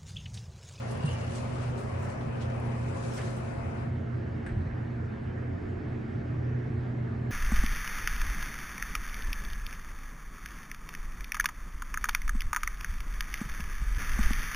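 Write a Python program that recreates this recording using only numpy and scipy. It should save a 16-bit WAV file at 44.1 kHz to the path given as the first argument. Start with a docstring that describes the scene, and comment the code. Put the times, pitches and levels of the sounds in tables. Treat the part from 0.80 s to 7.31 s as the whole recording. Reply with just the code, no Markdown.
"""Inside a steel lift car

A ceiling fan hums and blows, and the air of the car booms in its low modes. The door rumbles shut on
squeaking rollers, with grit ringing in the sheet steel, cloth rustling and small ticks. Halfway the
microphone narrows its focus, which dulls the air noise and pulls it to the centre. Then a latch
clicks, the car jolts, and boom and hum grow a little as it gathers speed."""
import sys
import numpy as np
from scipy import signal
from scipy.io import wavfile

SR = 44100
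rng = np.random.default_rng(int(sys.argv[2]) if len(sys.argv) > 2 else 0)


def waveform_to_disk(signal):
    """Save audio, clipped to [-1, 1], as 16-bit WAV at the path in sys.argv[1]."""
    frames = np.transpose(np.atleast_2d(signal))
    scaled = np.clip(frames, -1, 1) * 32767
    samples = np.round(scaled).astype(np.int16)
    wavfile.write(sys.argv[1], SR, samples)


N = 287091
TIME = np.arange(N) / SR
FOCUS_S, FOCUS_FADE_S = 3.05, 0.063   # the microphone goes from wide to narrow
BASS_SWELL_S, BASS_SWELL_TAKES_S = 5.1, 0.57   # hum and low modes grow late in the ride


# The partials of the hum. Each row: multiple of the hum pitch, relative level in dB.
HUM_PARTIALS = [(1, 1), (2, -10), (3, -24)]
# Thin whines. Each row: pitch in Hz, waver in Hz, base level in dB in wide focus, then in narrow focus.
WHINES = [(540, 2.2, -49.5, -64), (616, 2.8, -59.5, -68), (683.2, 2.2, -53.5, -59.5),
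          (805, 4.7, -66.5, -67), (1006, 3.0, -65.5, -73)]

def fan_motor():
    """The motor hums with two overtones, stepping up under way; thin whines waver above it."""
    rest_hz, travel_hz, rest_db, travel_gain_db = 121.45, 122.6, -38, 2.5
    pitch_hz = rest_hz + (travel_hz - rest_hz) * ramp(4.6, takes_s=0.56) + 0.578 * drift(2.86)
    level_db = rest_db + travel_gain_db * ramp(BASS_SWELL_S, BASS_SWELL_TAKES_S) + 1.5 * drift(2.5)
    phase, hum = phase_of(pitch_hz), 0
    for multiple, db in HUM_PARTIALS:
        gain = from_db(db + 1.06 * drift(6))
        slip_rad = 0.15 * multiple * drift(7) + rng.uniform(0, 2 * np.pi)
        hum += gain * np.sin(multiple * phase + slip_rad)
    out = np.sqrt(2) * from_db(level_db) * hum * sides_db(-0.7, 0.7)
    for hz, waver_hz, wide_db, narrow_db in WHINES:
        phase = phase_of(hz + waver_hz * drift(5.25))
        whine = np.sin([phase, phase + 2])   # standing waves shift the phase between the ears
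        out += from_db(by_focus(wide_db, narrow_db) + 2.46 * drift(2.9)) * whine * sides_db(5, 2.5)
    return out


# The boom of the car. Each row: mode in Hz, resonator width in Hz, relative level in dB,
# left-right likeness (1 is mono).
AIR_MODES = [(42.05, 24, -13, 0.88), (73.4, 28, -7.5, 1), (90, 9.8, -0.5, 1), (108.7, 5.4, -13.5, 0.99),
             (121.66, 11.6, -3.5, 1), (149, 9, -7, 0.99), (171.4, 9.4, -13.5, 1), (223.5, 17.4, -1, 1),
             (291.6, 20.4, -9, 1), (318.8, 11, -12, 0.47), (360.3, 18.4, -9, 0.63), (402, 28, -11.5, 0.029),
             (434.7, 17, -13.5, 0.18)]

def car_boom():
    """Turbulence keeps the air modes ringing; they grow as the door closes and as the car travels."""
    low_db = -40 - 4.5 * (1 - ramp(0, takes_s=0.36))   # weak while the doorway is wide open
    upper_db = -44 - 3.5 * (1 - ramp(0, takes_s=2.4))   # growing until the door seals
    speed = ramp(4.24, takes_s=0.66)
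    bass_swell = ramp(BASS_SWELL_S, BASS_SWELL_TAKES_S)
    out = 0
    for hz, width_hz, mode_db, likeness in AIR_MODES:
        turbulence = rng.standard_normal((2, N))
        ring = resonate(resonate(turbulence, hz, width_hz), hz, 2 * width_hz)
        rest_db = low_db if hz < 200 else upper_db
        travel_db = 0.5 * bass_swell if hz < 250 else 4 * speed
        out += from_db(mode_db + rest_db + travel_db) * spread(unit_rms(ring), likeness)
    shudder = swell(3.4, peak_db=-7, rise_s=0.075, fall_s=0.16)   # the start shakes all modes
    return out * sides_db(-0.6, 0.6) * (1 + shudder)


# Dull thuds. Each row: start in seconds, level in dB, pitch in Hz, seconds to fall 60 dB.
JOLTS = [(0.24, -15, 146.6, 0.136), (0.28, -27, 94.6, 0.27), (3.692, -27, 93, 0.38), (3.7, -30, 43.2, 0.69),
         (3.72, -34.5, 350.5, 0.25), (3.764, -13.5, 102, 0.14), (3.795, -19.5, 87.03, 0.22),
         (3.848, -23.5, 115, 0.17), (3.752, -27.5, 209, 0.26), (3.86, -27, 72.47, 0.22)]

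def jolts():
    """A soft push sets a wall panel swinging briefly."""
    out, t = np.zeros(N), np.arange(SR // 2) / SR
    for start_s, db, hz, t60 in JOLTS:
        attack = np.minimum(t * hz / 1.47, 1)   # about one and a half cycles
        at = round(start_s * SR)
        out[at:at + len(t)] += attack * from_db(db - 60 * t / t60) * np.sin(2 * np.pi * hz * t)
    return out * sides_db(-0.5, 0.5)


# The body of the door leaf. Each row: resonance in Hz, width in Hz, relative level in dB.
DOOR_MODES = [(393, 54, 7.5), (586, 190, 1.5), (706, 67, -3), (780, 340, -11), (444, 40, -1), (532, 40, -1),
              (920, 32, 0), (1002, 40, 0.5), (1150, 70, 0.5), (1303, 120, -3), (2023, 680, -11.5)]

def door_rumble():
    """Rollers on a bumpy track rumble in the door leaf, each resonance surging on its own."""
    rattle_db, surge_db, stop_s, fade_db_per_s = 1.5, 3.5, 2.45, 44
    rattle = rng.standard_normal((2, N)) * from_db(rattle_db * drift(45))
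    leaf = 0
    for k, (hz, width_hz, db) in enumerate(DOOR_MODES):
        leaf += (-1) ** k * from_db(db + surge_db * drift(4.6)) * resonate(rattle, hz, width_hz)
    leaf = butterworth(leaf, 4, 3200, "lowpass")   # rubber tyres pass no treble
    level_db = -46 - fade_db_per_s * np.maximum(TIME - stop_s, 0)
    return unit_rms(leaf) * from_db(level_db) * sides_db(1.5, -1.5)


# Roller squeaks. Each row: start and length in seconds, first and last pitch in Hz, level in dB.
SQUEAKS = [(.2, .035, 2870, 2850, -58), (.248, .052, 2850, 2790, -48.5), (.3, .045, 2800, 2830, -53),
           (.275, .082, 2990, 3010, -54), (.343, .025, 2790, 2780, -51), (.345, .055, 2330, 2350, -59),
           (.408, .035, 2750, 2900, -56), (.425, .035, 2670, 2645, -56), (1.29, .04, 2900, 2900, -66)]

def roller_squeaks():
    """A door roller sticks and slips, in tones that glide, waver and flutter."""
    edge_s, waver_hz, flutter_db = 0.008, 26, 3
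    out = 0
    for start_s, length_s, first_hz, last_hz, db in SQUEAKS:
        end_s = start_s + length_s
        glide_hz = np.interp(TIME, [start_s, end_s], [first_hz, last_hz])
        phase = phase_of(glide_hz + waver_hz * drift(60))
        envelope = ramp(start_s, edge_s) * (1 - ramp(end_s - edge_s, 2 * edge_s))
        out += from_db(db + flutter_db * drift(60)) * envelope * np.sin([phase, phase + 1.5])
    return np.sqrt(2) * out


# The ring of the sheet steel. Each row: mode in Hz, width in Hz, relative level in dB.
STEEL_MODES = [(2820, 170, 8.5), (4540, 105.9, 1), (5948, 100, -10.5), (6200, 74, -11.5), (7030, 150, -20),
               (8300, 100, -14), (8750, 65.94, -5), (9500, 300, -10), (10200, 450, -9)]
# Crunches as the rollers cross grit. Each row: peak time in seconds, level in dB.
GRIT_PATCHES = [(.12, -62), (.27, -54), (.56, -55.5), (1.0, -72), (1.3, -70)]

def track_grit():
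    """Random grains under the rollers strike the modes of the sheet steel unevenly."""
    grains_per_s, bed_db, door_meets_s = 400, -73, 1.35
    struck = rng.random(N) < grains_per_s / SR
    grains = struck * from_db(2.65 * np.minimum(rng.exponential(1, N), 4))
    ring = 0
    for hz, width_hz, db in STEEL_MODES:
        strikes = grains * rng.standard_normal((2, N)) + 1e-18
        ring += from_db(db) * resonate(strikes, hz, width_hz)
    ring = butterworth(ring, 6, 15000, "lowpass")   # grains give a little, which dulls them
    patches = sum(swell(peak_s, db, rise_s=0.076, fall_s=0.1156) for peak_s, db in GRIT_PATCHES)
    return unit_rms(ring) * (from_db(bed_db) + patches) * (1 - ramp(door_meets_s, takes_s=0.03))


# Ticks, scrapes and the latch. Each row: start in seconds, level in dB, centre in Hz,
# resonator width in Hz, attack in seconds, seconds to fall 60 dB.
TICKS = [(0.249, -53, 9200, 1200, 0.0088, 0.13), (.113, -56, 6500, 5000, .001, .04),
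         (0.17, -61, 10000, 900, .004, .08), (0.26, -53, 8600, 600, .002, .1),
         (.256, -56, 5500, 5000, .001, .04), (.325, -57, 9700, 900, .004, .08),
         (.552, -52, 7800, 1800, .002, .09), (.545, -57, 5800, 1100, .01, .15),
         (.8, -65, 8500, 120, .03, 0.28), (.834, -58, 5500, 4000, .002, .05),
         (.976, -60, 6800, 900, .002, .05), (1.7, -56, 5000, 4000, .001, .05),
         (.108, -55, 10000, 1500, .004, 0.1118), (.208, -59, 4700, 1500, .002, .05),
         (0.55, -57, 6767, 1500, 0.02324, .2), (.72, -50.5, 1600, 1500, 0.12, .35),
         (.977, -60, 4100, 900, .002, .1), (.98, -63.5, 8000, 300, .004, .12),
         (0.99, -70, 15000, 1500, .008, .15), (1.17, -61, 16800, 1200, 0.055, 0.33),
         (1.222, -65, 7150, 500, .006, .2), (1.297, -60, 4500, 3000, .002, .08),
         (1.298, -61, 8200, 500, .003, .12), (1.409, -41, 750, 900, .001, .1),
         (1.606, -59, 4300, 4000, .006, 0.21), (2.783, -67, 4285, 2000, .002, .05),
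         (1.84, -67, 10000, 2000, 0.023, 0.15), (1.8, -55, 9300, 3500, .0005, .02),
         (2.33, -68, 15000, 900, .008, .2), (2.33, -68, 13300, 700, .008, .2),
         (2.34, -63, 8100, 500, .02, .3), (2.563, -72, 14000, 1200, .004, .15),
         (2.37, -43, 1760, 1200, 0.024, 0.25), (2.562, -59, 8900, 3000, .005, .1),
         (3.663, -58, 8800, 1400, 0.0006, 0.04), (3.668, -64, 8300, 1300, 0.0023, 0.2),
         (3.638, -56, 1500, 1000, .002, .06), (3.663, -39.5, 1600, 650, .001, 0.074),
         (3.68, -48, 1680, 700, 0.011, 0.22), (3.664, -63, 5016, 5000, .001, .06),
         (3.665, -56, 1480, 1570, 0.002054, 0.57)]

def ticks():
    """Each tick or scrape is a burst of band noise that swells and dies."""
    out, t = np.zeros((2, N)), np.arange(SR // 2) / SR
    for start_s, db, hz, width_hz, attack_s, t60 in TICKS:
        noise = spread(rng.standard_normal((2, len(t))), likeness=0.51)
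        burst = resonate(resonate(noise, hz, width_hz), hz, width_hz)
        envelope = np.minimum(t / attack_s, 1) * from_db(-60 * np.maximum(t - attack_s, 0) / t60)
        at = round(start_s * SR)
        out[:, at:at + len(t)] += from_db(db) * envelope * unit_rms(burst)
    return out


# Rubs of cloth. Each row: peak time in seconds, base level in dB, rise and fall in seconds per 10 dB,
# brightness in dB per octave.
CLOTH_RUBS = [(0.118, -52.5, 0.054, 0.023, 2.5), (.23, -65, 0.048, .025, 3),
              (.26, -54.5, 0.0075, 0.05844, -2), (.34, -55.5, 0.054, 0.018, 1), (.41, -57, 0.049, 0.11, -1),
              (.56, -51, 0.057, 0.074, -0.5), (.86, -57.5, 0.36, .05, -2), (.98, -57.5, 0.013, 0.18, 4),
              (1.23, -57, 0.043, 0.096, 4), (1.31, -59.5, .04, .04, 2), (1.62, -56, 0.01829, 0.039, -7),
              (1.87, -65.5, 0.058, .05, -4), (2.38, -51, 0.3, 0.25, 1)]
# The tone of the cloth. 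Each row: frequency in Hz, relative level in dB.
CLOTH_COLOUR = [(1650, -25), (2800, 9), (4200, 6.5), (5100, 7), (7600, 5), (8700, 5.5), (10100, 2),
                (11200, -9.5), (12000, -30), (13500, -18), (14800, -9), (15700, -7)]

def cloth_rustle():
    """Cloth rubs in dense uneven grains over a faint dying bed, until the focus narrows."""
    bed_power, bed_tilt_db = from_db(-60 - 7 * TIME) ** 2, -4.5
    power, weighted_tilt = bed_power, bed_power * bed_tilt_db
    for peak_s, db, rise_s, fall_s, rub_tilt_db in CLOTH_RUBS:
        rub_power = swell(peak_s, db, rise_s, fall_s) ** 2
        power = power + rub_power
        weighted_tilt += rub_power * rub_tilt_db
    tilt_db = weighted_tilt / power   # the loudest rub leads the brightness
    grains = rng.standard_normal((2, 2, N)) * from_db(drift(180) + 0.61 * drift(30))
    cloth = 0
    for hz, band in bands(grains, lowest_hz=2536):
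        colour_db = at_hz(CLOTH_COLOUR, hz) + tilt_db * np.log2(hz / 7000)
        cloth += from_db(colour_db + 1.6 * drift(13)) * band
    fade_out = 1 - ramp(FOCUS_S - 0.02, takes_s=0.02)
    return unit_rms(cloth) * np.sqrt(power) * sides_db(3, 2) * fade_out


# The tone of the air in wide and narrow focus. Each row: frequency in Hz, noise density in dB.
AIR_COLOUR_WIDE = [(15, -100), (30, -69), (55, -74), (90, -68.5), (240, -67), (270, -68.5), (320, -75),
                   (400, -72), (700, -72.5), (1300, -78), (2600, -86.5), (3400, -101.5), (9700, -108),
                   (11200, -115), (12200, -131), (15700, -136)]
AIR_COLOUR_NARROW = [(15, -100), (30, -72), (55, -70), (90, -68), (260, -70), (450, -73), (620, -78),
                     (1000, -84), (1800, -81), (2300, -91), (3500, -103), (6800, -114), (9700, -122),
                     (11000, -131), (15700, -132)]
# Where the air leans. 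Each row: frequency in Hz, left minus right in dB.
AIR_PAN_WIDE = [(30, 0), (60, -4), (110, -1.5), (200, -7), (380, 7.5), (700, 3.5), (1290, 3), (2380, 1),
                (4400, 10.5), (8120, -2), (15000, -21)]
AIR_PAN_NARROW = [(60, 0), (110, 3), (200, -5.5), (380, -4.5), (700, 6), (1290, -4.5), (2380, -2),
                  (4400, 0), (8120, 2), (15000, 0)]
# How centred the air feels. Each row: frequency in Hz, left-right likeness (1 is mono).
AIR_LIKENESS_WIDE = [(30, 0.98), (60, 0.66), (130, 0.89), (290, -0.72), (640, -0.12), (1400, -0.17),
                     (3100, 0.12), (6800, 0.094), (15000, -1.2)]
AIR_LIKENESS_NARROW = [(60, 0.97), (200, 1), (340, -0.85), (600, 0.26), (1000, 0.54), (1600, -0.21),
                       (2600, 0.82), (3600, 1), (6500, 0.99), (8000, 0.77), (15000, -0.35)]

def fan_air():
    """A broad rush of blown air, coloured and placed by the focus of the microphone."""
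    out = 0
    for hz, band in bands(rng.standard_normal((2, 2, N)), lowest_hz=20.69):
        level_db = by_focus(at_hz(AIR_COLOUR_WIDE, hz), at_hz(AIR_COLOUR_NARROW, hz))
        pan_db = by_focus(at_hz(AIR_PAN_WIDE, hz), at_hz(AIR_PAN_NARROW, hz)) * [[0.5], [-0.5]]
        likeness = by_focus(at_hz(AIR_LIKENESS_WIDE, hz), at_hz(AIR_LIKENESS_NARROW, hz))
        out += from_db(level_db + pan_db + 1.5 * drift(7.8)) * spread(band, likeness)
    return out * np.sqrt(SR / 2)   # unit white noise holds 2 / SR per Hz


def from_db(db):
    """Gain of a level in dB."""
    return 10 ** (np.asarray(db) / 20)


def sides_db(left_db, right_db):
    """Gains for the left and right channels."""
    return from_db([[left_db], [right_db]])


def unit_rms(x):
    """Scales to unit power."""
    return x / np.sqrt(np.mean(x ** 2) + 1e-20)


def phase_of(pitch_hz):
    """Running phase in radians of a moving pitch."""
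    return 2 * np.pi * np.cumsum(pitch_hz) / SR


def at_hz(curve, hz):
    """Reads a curve on a log frequency axis."""
    points_hz, values = np.array(curve).T
    return np.interp(np.log(hz), np.log(points_hz), values)


def by_focus(wide, narrow):
    """Glides from the wide to the narrow value as the focus changes."""
    return np.interp(TIME, [FOCUS_S, FOCUS_S + FOCUS_FADE_S], [wide, narrow])


def ramp(start_s, takes_s):
    """A straight fade from 0 to 1."""
    return np.clip((TIME - start_s) / takes_s, 0, 1)


def swell(peak_s, peak_db, rise_s, fall_s):
    """Gain that climbs 10 dB per rise time, then sinks 10 dB per fall time."""
    t = TIME - peak_s
    return from_db(peak_db - 10 * np.maximum(-t / rise_s, t / fall_s))


def drift(rate_hz):
    """Smooth random wander of unit power."""
    hop, settle = 40, 2000
    pole = np.exp(-2 * np.pi * rate_hz * hop / SR)
    noise = rng.standard_normal(N // hop + settle + 2)
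    slow = signal.lfilter([1], [1, -2 * pole, pole * pole], noise)[settle:]
    return np.interp(np.arange(N) / hop, np.arange(len(slow)), unit_rms(slow))


def resonate(x, hz, width_hz):
    """Two-pole resonance."""
    r = np.exp(-np.pi * width_hz / SR)
    return signal.lfilter([1 - r, 0, r - 1], [1, -2 * r * np.cos(2 * np.pi * hz / SR), r * r], x)


def butterworth(x, order, edges_hz, kind):
    """Filter with a flat passband."""
    return signal.sosfilt(signal.butter(order, edges_hz, kind, fs=SR, output="sos"), x)


def spread(pair, likeness):
    """Two unrelated signals become left and right of the given likeness."""
    likeness = np.clip(likeness, -1, 1)
    mid, side = np.sqrt(1 + likeness) * pair[0], np.sqrt(1 - likeness) * pair[1]
    return np.array([mid + side, mid - side]) / np.sqrt(2)


def bands(noises, lowest_hz):
    """Yields centre and stereo signal of quarter-octave bands, cut from two noises in turn."""
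    edges = lowest_hz * 2 ** np.arange(0, np.log2(17000 / lowest_hz), 1 / 4)
    for k, (low, high) in enumerate(zip(edges, edges[1:])):
        yield np.sqrt(low * high), butterworth(noises[k % 2], 4, [low, high], "bandpass")


def scene():
    """The drone of the car, the closing door and the small sounds around them."""
    drone = fan_air() + car_boom() + fan_motor()
    door = door_rumble() + roller_squeaks() + track_grit()
    return drone + door + cloth_rustle() + ticks() + jolts()


def record(dry):
    """The microphone has a deep dip in the treble; the top is cut."""
    dip_hz, cutoff_hz = [11720, 13200], 15700
    dipped = butterworth(dry, 2, dip_hz, "bandstop")
    return signal.sosfilt(signal.ellip(12, 0.5, 70, cutoff_hz, fs=SR, output="sos"), dipped)


dry = scene()
out = record(dry)
waveform_to_disk(out)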